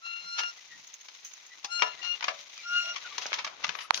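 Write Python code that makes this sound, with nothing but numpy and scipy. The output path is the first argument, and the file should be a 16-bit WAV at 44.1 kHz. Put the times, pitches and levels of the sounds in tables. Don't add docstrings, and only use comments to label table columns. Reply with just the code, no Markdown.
import sys
import numpy as np
from scipy import signal
from scipy.fft import rfft, irfft
from scipy.io import wavfile
from scipy.ndimage import uniform_filter1d

SR = 44100
rng = np.random.default_rng(int(sys.argv[2]) if len(sys.argv) > 2 else 0)


def store_wav(level_fs):
    pcm = np.round(np.clip(np.atleast_2d(level_fs), -1, 1) * 32767)
    wavfile.write(sys.argv[1], SR, pcm.T.astype(np.int16))


N = 176400
T = np.arange(N) / SR


def from_db(db):
    return 10 ** (np.asarray(db) / 20)


def rms_one(x):
    return x / np.sqrt(np.mean(x ** 2) + 1e-20)


def pan(db):
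    return rms_one(from_db([[db / 2], [-db / 2]]))


def drift(rate_hz):
    pole = np.exp(-80 * np.pi * rate_hz / SR)
    slow = signal.lfilter([1], [1, -2 * pole, pole * pole], rng.standard_normal(N // 40 + 2002))[2000:]
    return np.interp(np.arange(N) / 40, np.arange(len(slow)), rms_one(slow))


def swell(at, width):
    return np.exp(-.5 * ((T - at) / width) ** 2)


def burst(at, rise, decay):
    return np.exp(-np.minimum(np.maximum((at - T) / rise, (T - at) / decay), 40))


def colour(x, points):
    hz, db = np.transpose(points)
    log_hz = np.log(np.arange(N // 2 + 1) * SR / N + 1)
    cepstrum = irfft(np.log(from_db(np.interp(log_hz, np.log(hz), db))))
    cepstrum[1:N // 2] *= 2
    cepstrum[N // 2 + 1:] = 0
    return rms_one(irfft(rfft(x) * np.exp(rfft(cepstrum))))


def butter(x, hz, kind, order=2):
    return signal.sosfilt(signal.butter(order, hz, kind, fs=SR, output="sos"), x)


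def ring(x, hz, ring_s):
    fade, step = from_db(-60 / (ring_s * SR)), 2 * np.pi * hz / SR
    return signal.lfilter([0, np.sin(step)], [1, -2 * fade * np.cos(step), fade * fade], x + 1e-18)


def grains(per_s, spread_db, alike=0.086):
    sizes = (rng.random(N) < per_s / SR) * from_db(spread_db * np.minimum(rng.exponential(1, N), 4))
    mid, side = sizes * rng.standard_normal((2, N))
    return np.sqrt(1 + alike) * mid + np.sqrt(1 - alike) * side * [[1], [-1]]


# time in seconds, low band in dB, high band in dB.
TYRE_LEVELS = [(0.0, -66, -54.5), (0.1, -61.5, -47), (0.3, -63, -51.5), (0.5, -61.5, -47), (1.0, -65, -50),
               (1.64, -63, -50.5), (1.86, -53, -48.5), (2.17, -55.5, -46.5), (2.41, -59, -47),
               (2.66, -59.5, -44), (2.81, -56, -45.5), (3.36, -51, -45), (3.46, -52, -54),
               (3.75, -53, -47.5), (3.87, -57, -56), (4.0, -41, -66)]
# frequency in Hz, level in dB.
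TYRE_LOW = [(25, -18), (300, -8.5), (600, -1.5), (1050, 2.5), (1500, 1.5), (4000, -40.5)]
TYRE_MIDDLE = [(300, -47), (1600, -7.5), (2050, 3.5), (2900, 1), (3900, 2.5), (7000, -21.5)]
TYRE_HIGH = [(1000, -54.5), (4100, -8), (5200, -4.5), (6400, 1.5), (7500, -2.5)]
TYRE_GAINS = (-1.5, -3, 1)
TYRE_PANS = (4, 12, -3)

def tyres(flicker_db=2, middle_follows_low=0.51):
    out, flicker = 0, flicker_db * drift(35)
    times, low, high = np.transpose(TYRE_LEVELS)
    middle = high + middle_follows_low * (low - low.mean())
    tones = TYRE_LOW, TYRE_MIDDLE, TYRE_HIGH
    for db, tone, gain_db, pan_db in zip((low, middle, high), tones, TYRE_GAINS, TYRE_PANS):
        level = from_db(np.interp(T, times, db) + gain_db + flicker)
        out += level * pan(pan_db) * colour(grains(per_s=5000, spread_db=1.5), tone)
    return out


# time in seconds, pitch in Hz, levels of harmonics 1 to 4 in dB.
FIRST_SQUEAL = [(0.021, 1348, -54, -72, -66, -78), (0.056, 1372, -43, -41, -47.5, -58.5),
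                (0.16, 1383, -45, -39.5, -51, -65), (0.2, 1387, -54, -42, -49.5, -54),
                (0.22, 1385, -58.5, -49.5, -49.5, -69), (0.275, 1389, -45, -53.5, -44, -49),
                (0.34, 1394, -42.5, -45.5, -39, -49.5), (0.44, 1401, -37.5, -33, -51.5, -49),
                (0.5, 1394, -41, -47.5, -50, -44.5), (0.53, 1370, -61, -66, -73, -68)]
SECOND_SQUEAL = [(1.685, 1369, -53, -69, -71, -74), (1.72, 1399, -37.5, -39.5, -39, -45.5),
                 (1.765, 1400, -36.5, -38, -35.5, -50), (1.815, 1404, -37, -33, -41.5, -38.5),
                 (1.869, 1397, -42, -38.5, -57, -47), (1.91, 1396, -46.5, -43.5, -52.5, -68.5),
                 (1.94, 1375, -65, -50, -55, -65)]
THIRD_SQUEAL = [(2.019, 1406, -59, -42, -50, -56), (2.031, 1402, -60, -43, -55, -63),
                (2.04, 1401, -45, -40.5, -43, -52), (2.116, 1412, -49.5, -33, -44, -50),
                (2.143, 1404, -56, -38, -56, -62), (2.169, 1406, -67, -57, -63, -73)]
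FOURTH_SQUEAL = [(2.635, 1383, -60, -54, -50, -56), (2.655, 1396, -43.5, -54, -61, -54),
                 (2.67, 1407, -36, -53, -51, -50), (2.686, 1404, -37.5, -53.5, -64, -44.5),
                 (2.735, 1417, -28, -40.5, -47, -47.5), (2.777, 1414, -29, -30.5, -42, -48.5),
                 (2.85, 1406, -41.5, -42, -48, -44), (2.915, 1413, -37, -36, -51, -44),
                 (2.929, 1411, -42, -50, -71, -47), (2.95, 1415, -60, -46, -54, -55)]
# left side's lead in seconds, pan in dB of harmonics 1 and 3,
# of harmonic 2, of harmonic 4, then the level of harmonic 5 against 4 in dB.
SQUEAL_STEREO = [(.00025, 4, 10.3, -14, -10), (-0.0048, 11, 13, 1, -10), (-0.066, 14, 17.6, -18, -15),
                 (-.00011, 4.5, 7, -29, -10)]
# time in seconds, width in seconds, harmonic, level in dB.
SQUEAL_FLARES = [(0.15, 0.13, 7, -51), (0.33, .014, 5, -51), (0.41, .04, 7, -41), (1.735, 0.02, 7, -41.5),
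                 (1.755, 0.028, 5, -34.5), (2.09, 0.034, 8, -50), (2.715, 0.019, 8, -40),
                 (2.8, 0.025, 5, -43), (2.83, 0.035, 8, -40.5)]
# start and end in seconds, boost in dB, shift in radians.
PAD_GRAB = (2, 2.806, 3.7, 2.6)

def squeal(curve, place, jitter=0.00094, shimmer_db=1.07, wander_rad=0.085):
    times, hz, *levels = np.transpose(curve)
    lead_s, odd_pan, second_pan, fourth_pan, fifth_db = place
    pitch = np.interp(T, times, hz) * (1 + jitter * drift(73))
    phase = 2 * np.pi * np.cumsum(pitch) / SR
    gate = np.clip(np.minimum(T - times[0], times[-1] - T) / 0.0044 + 1, 0, 1)
    levels.append(levels[-1] + fifth_db)
    pans = odd_pan, second_pan, odd_pan, fourth_pan, 0
    harmonics = [(k, from_db(np.interp(T, times, db)), pan_db)
                 for k, db, pan_db in zip(range(1, 6), levels, pans)]
    harmonics += [(round(k), from_db(db) * swell(at, width), 0)
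                  for at, width, k, db in SQUEAL_FLARES if times[0] < at < times[-1]]
    grab_start, grab_end, grab_db, grab_rad = PAD_GRAB
    grabbing = uniform_filter1d(1. * ((T > grab_start) & (T < grab_end)), size=60)
    out, on = np.zeros((2, N)), gate > 0
    for k, gain, pan_db in harmonics:
        grab = (k == 2) * grabbing[on]
        lead = np.pi * k * hz.mean() * lead_s + wander_rad * drift(8)[on]
        level = gain[on] * from_db(shimmer_db * k ** .5 * drift(44)[on] + grab_db * grab)
        wave = np.sin(k * phase[on] + grab_rad * grab + lead * [[1], [-1]])
        out[:, on] += np.sqrt(2) * level * gate[on] * pan(pan_db) * wave
    return out


# time in seconds, level in dB, rise and decay in seconds,
# bass and treble against the middle in dB, pan in dB.
LOOSE_KNOCKS = [(0.0644, -42.5, 0.005, 0.0046, -3, 1, 2), (0.393, -24, 0.0094, 0.013, 0, 1, 2),
                (0.435, -30.5, 0.00041, 0.0033, -6, -13, 9), (1.086, -38, 0.002, 0.0056, 3.5, 5.5, 4.5),
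                (1.647, -25.5, 0.0021, 0.008, 16.5, 17.5, 5.5), (1.795, -36, .002, 0.0073, 1, -7, 2.5),
                (1.8222, -14.5, 0.0012, 0.0064, -1, -38, 7), (2.03, -29, 0.00071, 0.0031, -34, -6, 25),
                (2.048, -36, 0.0026, 0.012, -28, -4, 14), (2.2086, -29.5, 0.00066, 0.0029, -6, -38, 2),
                (2.227, -27, 0.0011, 0.0046, -10, -32, 11), (2.2421, -20, 0.00034, 0.0035, -5, -4.5, 5.5),
                (2.2824, -22, 0.00081, 0.011, 0.5, -27, 6.5), (2.578, -33, 0.00041, 0.0016, -23, 3, 1),
                (2.858, -33.5, 0.00059, 0.0017, -21, -8, 1), (2.963, -29.5, 0.0043, 0.0094, -12, -6, 5.5),
                (2.982, -34, 0.00054, 0.0019, -17, -3, 5), (3.182, -21.5, 0.0014, 0.0043, 3, 5.5, 7),
                (3.222, -33, 0.0075, 0.021, 7.5, 7.5, 5), (3.257, -26, 0.0007, 0.0016, 34, -10, 4),
                (3.265, -29, 0.002, 0.006, -1, 21, -2), (3.3203, -27, 0.00084, 0.0011, 14, -22, 0),
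                (3.33, -20, 0.00032, 0.0026, -31, -29, 8), (3.342, -24.5, 0.0036, 0.0056, -6, 6.5, 1.5),
                (3.389, -29, 0.0025, 0.012, -5, -14, 1.5), (3.447, -24.5, 0.0011, 0.0055, -5, -1, 1),
                (3.467, -33, 0.0011, 0.0024, 4, -8, 5), (3.475, -31.5, 0.00091, 0.0042, 4, -13, 4),
                (3.645, -20.5, 0.0039, 0.0048, -37, -10.5, 6.5), (3.667, -36.5, .001, 0.0052, -3, 1, 10),
                (3.6798, -29, 0.00045, 0.002, 1, 6, 11), (3.692, -19.5, 0.00053, 0.0026, -4, -12, 9),
                (3.753, -30, 0.001, 0.0022, 3, -21, 11), (3.789, -32.5, 0.0009, 0.0063, -17, -38, 3.5),
                (3.808, -37, 0.0022, 0.026, -30, -5.5, 10), (3.936, -37.5, 0.00078, 0.0026, 23, 5, 17),
                (3.9447, -14, 0.0011, 0.00086, -8, 47, 3), (3.955, -34, 0.0099, 0.021, 22, 36, 9),
                (3.9765, -26, 0.0015, 0.0012, 20.5, 25, 7)]
# frequency in Hz, level in dB.
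CONTACT_TONE = [(40, -7.5), (150, -12.5), (350, -18.5), (600, -10), (1100, 2), (1600, -2.5), (2500, 2.5),
                (4000, -2), (6200, -1), (9000, -8), (16000, -7.5)]
# pitch in Hz, level in dB, ring time in seconds.
FRAME_NOTES = [(447.6, 0, 0.22), (598.8, -3.5, 0.28), (653, 0, 0.25), (731, 3, 0.15), (993, -6, 0.27),
               (1163, -8, 0.18), (1310, 0, 0.16), (1730, 2.5, 0.13), (2000, -12.5, 0.15), (2480, -2, 0.05),
               (3850, -1.5, .08), (5020, -13.5, .07), (5900, -6, 0.091)]

def knocks(bass_hz=1020, treble_hz=3440, tail_db=-22, tail_s=0.041, ring_db=-34, chatter_db=4):
    contacts = colour(grains(per_s=7600, spread_db=-2.5), CONTACT_TONE)
    contacts /= np.sqrt(uniform_filter1d(np.mean(contacts ** 2, axis=0), size=100) + 1e-3)
    bass, treble = butter(contacts, bass_hz, "low"), butter(contacts, treble_hz, "high")
    middle = butter(butter(contacts, bass_hz, "high"), treble_hz, "low")
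    echo_delays = 0.002 * rng.uniform(0.46, 1.3, len(LOOSE_KNOCKS))
    loudest_db = max(row[1] for row in LOOSE_KNOCKS)
    hits, shake = np.zeros((2, 2, N))
    for (at, db, rise, decay, bass_db, treble_db, pan_db), echo_s in zip(LOOSE_KNOCKS, echo_delays):
        on = slice(max(int((at - .06) * SR), 0), int((at + .25) * SR))
        level = burst(at, rise, decay)[on] + from_db(tail_db) * burst(at, rise, tail_s)[on]
        tone = from_db(bass_db) * bass[:, on] - middle[:, on] + from_db(treble_db) * treble[:, on]
        echo = 0.48 * np.roll(tone, int(echo_s * SR), axis=-1)
        hit = from_db(db) * level * rms_one(tone + echo) * pan(pan_db)
        hits[:, on] += hit
        shake[:, on] += hit * from_db(0.66 * (db - loudest_db))
    frame = sum(from_db(db + chatter_db * drift(120)) * ring(shake, hz, ring_s)
                for hz, db, ring_s in FRAME_NOTES)
    return butter(hits + from_db(ring_db) * frame / np.sqrt(len(FRAME_NOTES)), 270, "high", order=3)


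# time in seconds, level in dB, width in seconds.
AIR_PUFFS = [(.26, -71, 0.025), (.77, -66.5, 0.043), (3.69, -58.5, 0.028)]
# frequency in Hz, level in dB.
PUFF_TONE = [(25, -33), (170, 10), (300, 1), (2000, -68)]

def air_puffs():
    level = sum(from_db(db) * swell(at, width) for at, db, width in AIR_PUFFS)
    return level * pan(5) * colour(rng.standard_normal((2, N)), PUFF_TONE)


# start and length in seconds, pitch in Hz, slide in octaves a second,
# level in dB.
PAD_CHIRPS = [(0.573, 0.029, 1990, 0, -55), (0.693, 0.082, 1930, -0.3, -50),
              (1.497, 0.06, 1940, 0.5, -52.5), (1.922, .05, 2210, -3.5, -54.5),
              (1.983, 0.039, 1894, 1, -50.5), (2.563, 0.071, 2480, -2, -49),
              (2.82, 0.13, 649.6, 0.6, -53.5), (3.04, 0.048, 1567, -5, -42),
              (3.106, 0.037, 1204, -3.5, -48), (3.741, 0.086, 11480, -0.5, -42),
              (3.835, 0.03, 1260, -1, -47)]

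def chirps(rough_hz=55, second_harmonic_db=-12, flicker_db=2):
    out, waver = np.zeros(N), rough_hz * drift(150)
    for start, length, hz, slide, db in PAD_CHIRPS:
        on = (T > start) & (T < start + length)
        age = T[on] - start
        phase = 2 * np.pi * np.cumsum(hz * 2 ** (slide * age) + waver[on]) / SR
        wave = np.sin(phase) + from_db(second_harmonic_db) * np.sin(2 * phase)
        out[on] += np.sqrt(2) * from_db(db) * np.sin(np.pi * age / length) * wave
    return out * from_db(flicker_db * drift(100)) * pan(3)


# time in seconds, level in dB, decay in seconds, pan in dB.
WHEEL_TICKS = [(.874, -31, 0.0034, 4), (0.941, -31, 0.0078, -1), (1.011, -36, 0.0075, -4),
               (1.249, -30, 0.031, 0), (1.338, -30.5, 0.0029, -11), (1.466, -35.5, 0.006, 1)]
# frequency in Hz, level in dB.
TICK_TONE = [(300, -35), (1200, -19.5), (2200, -10), (5200, -15.5), (6500, 6.5), (7500, -5), (16000, 0)]

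def ticks(rise_s=0.0026):
    grit = colour(grains(per_s=7600, spread_db=-2.5), TICK_TONE)
    return grit * sum(from_db(db) * burst(at, rise_s, decay) * pan(pan_db)
                      for at, db, decay, pan_db in WHEEL_TICKS)


# start in seconds, pitch in Hz, level in dB, ring time in seconds.
METAL_PINGS = [(1.645, 815, -44, 0.21), (1.645, 5050, -43, 0.17), (1.645, 6240, -40.5, 0.085),
               (2.283, 574, -49.5, 0.48), (3.642, 1208, -29, 0.085)]

def pings():
    return pan(4) * sum(from_db(db) * ring(signal.unit_impulse(N, int(start * SR)), hz, ring_s)
                        for start, hz, db, ring_s in METAL_PINGS)


# time in seconds, level in dB, width in seconds.
BRIGHT_SCRAPES = [(3.835, -32.5, 0.019), (3.97, -29, 0.019)]

def scrapes(band_hz=(8500, 11500)):
    level = sum(from_db(db) * swell(at, width) for at, db, width in BRIGHT_SCRAPES)
    grit = butter(grains(per_s=5000, spread_db=1.5), band_hz, "band", order=3)
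    return level * pan(8) * rms_one(grit)


# start in seconds, strength on the right in dB, pan in dB.
CLOSE_TAP = (3.9072, -1.37, -14.5)
# pitch in Hz, level in dB, ring time in seconds.
TAP_NOTES = [(857, 2, 0.007), (1314, 7.5, 0.0026), (2425, 0.5, 0.0033), (4190, -5, 0.0035)]

def tap(left_lag_s=0.00093):
    start, db, pan_db = CLOSE_TAP
    click = np.zeros((2, N))
    click[0, int((start + left_lag_s) * SR)] = from_db(db + pan_db)
    click[1, int(start * SR)] = from_db(db)
    return sum((-1) ** k * from_db(note_db) * ring(click, hz, ring_s)
               for k, (hz, note_db, ring_s) in enumerate(TAP_NOTES))


def scene():
    curves = FIRST_SQUEAL, SECOND_SQUEAL, THIRD_SQUEAL, FOURTH_SQUEAL
    squeals = sum(squeal(curve, place) for curve, place in zip(curves, SQUEAL_STEREO))
    return squeals + chirps() + knocks() + pings() + ticks() + scrapes() + tap() + tyres() + air_puffs()


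def record(dry):
    body = butter(dry, 6534, "low", order=14)
    treble = from_db(-25.5) * butter(dry, [9300, 11800], "band", order=3)
    resonance = from_db(-18.5) * butter(dry, [14750, 15450], "band")
    clipped = np.clip(body + treble + resonance, -1, 1)
    top_cut = signal.ellip(10, .3, 70, 15900, fs=SR, output="sos")
    return signal.sosfilt(top_cut, clipped)


dry = scene()
out = record(dry)
store_wav(out)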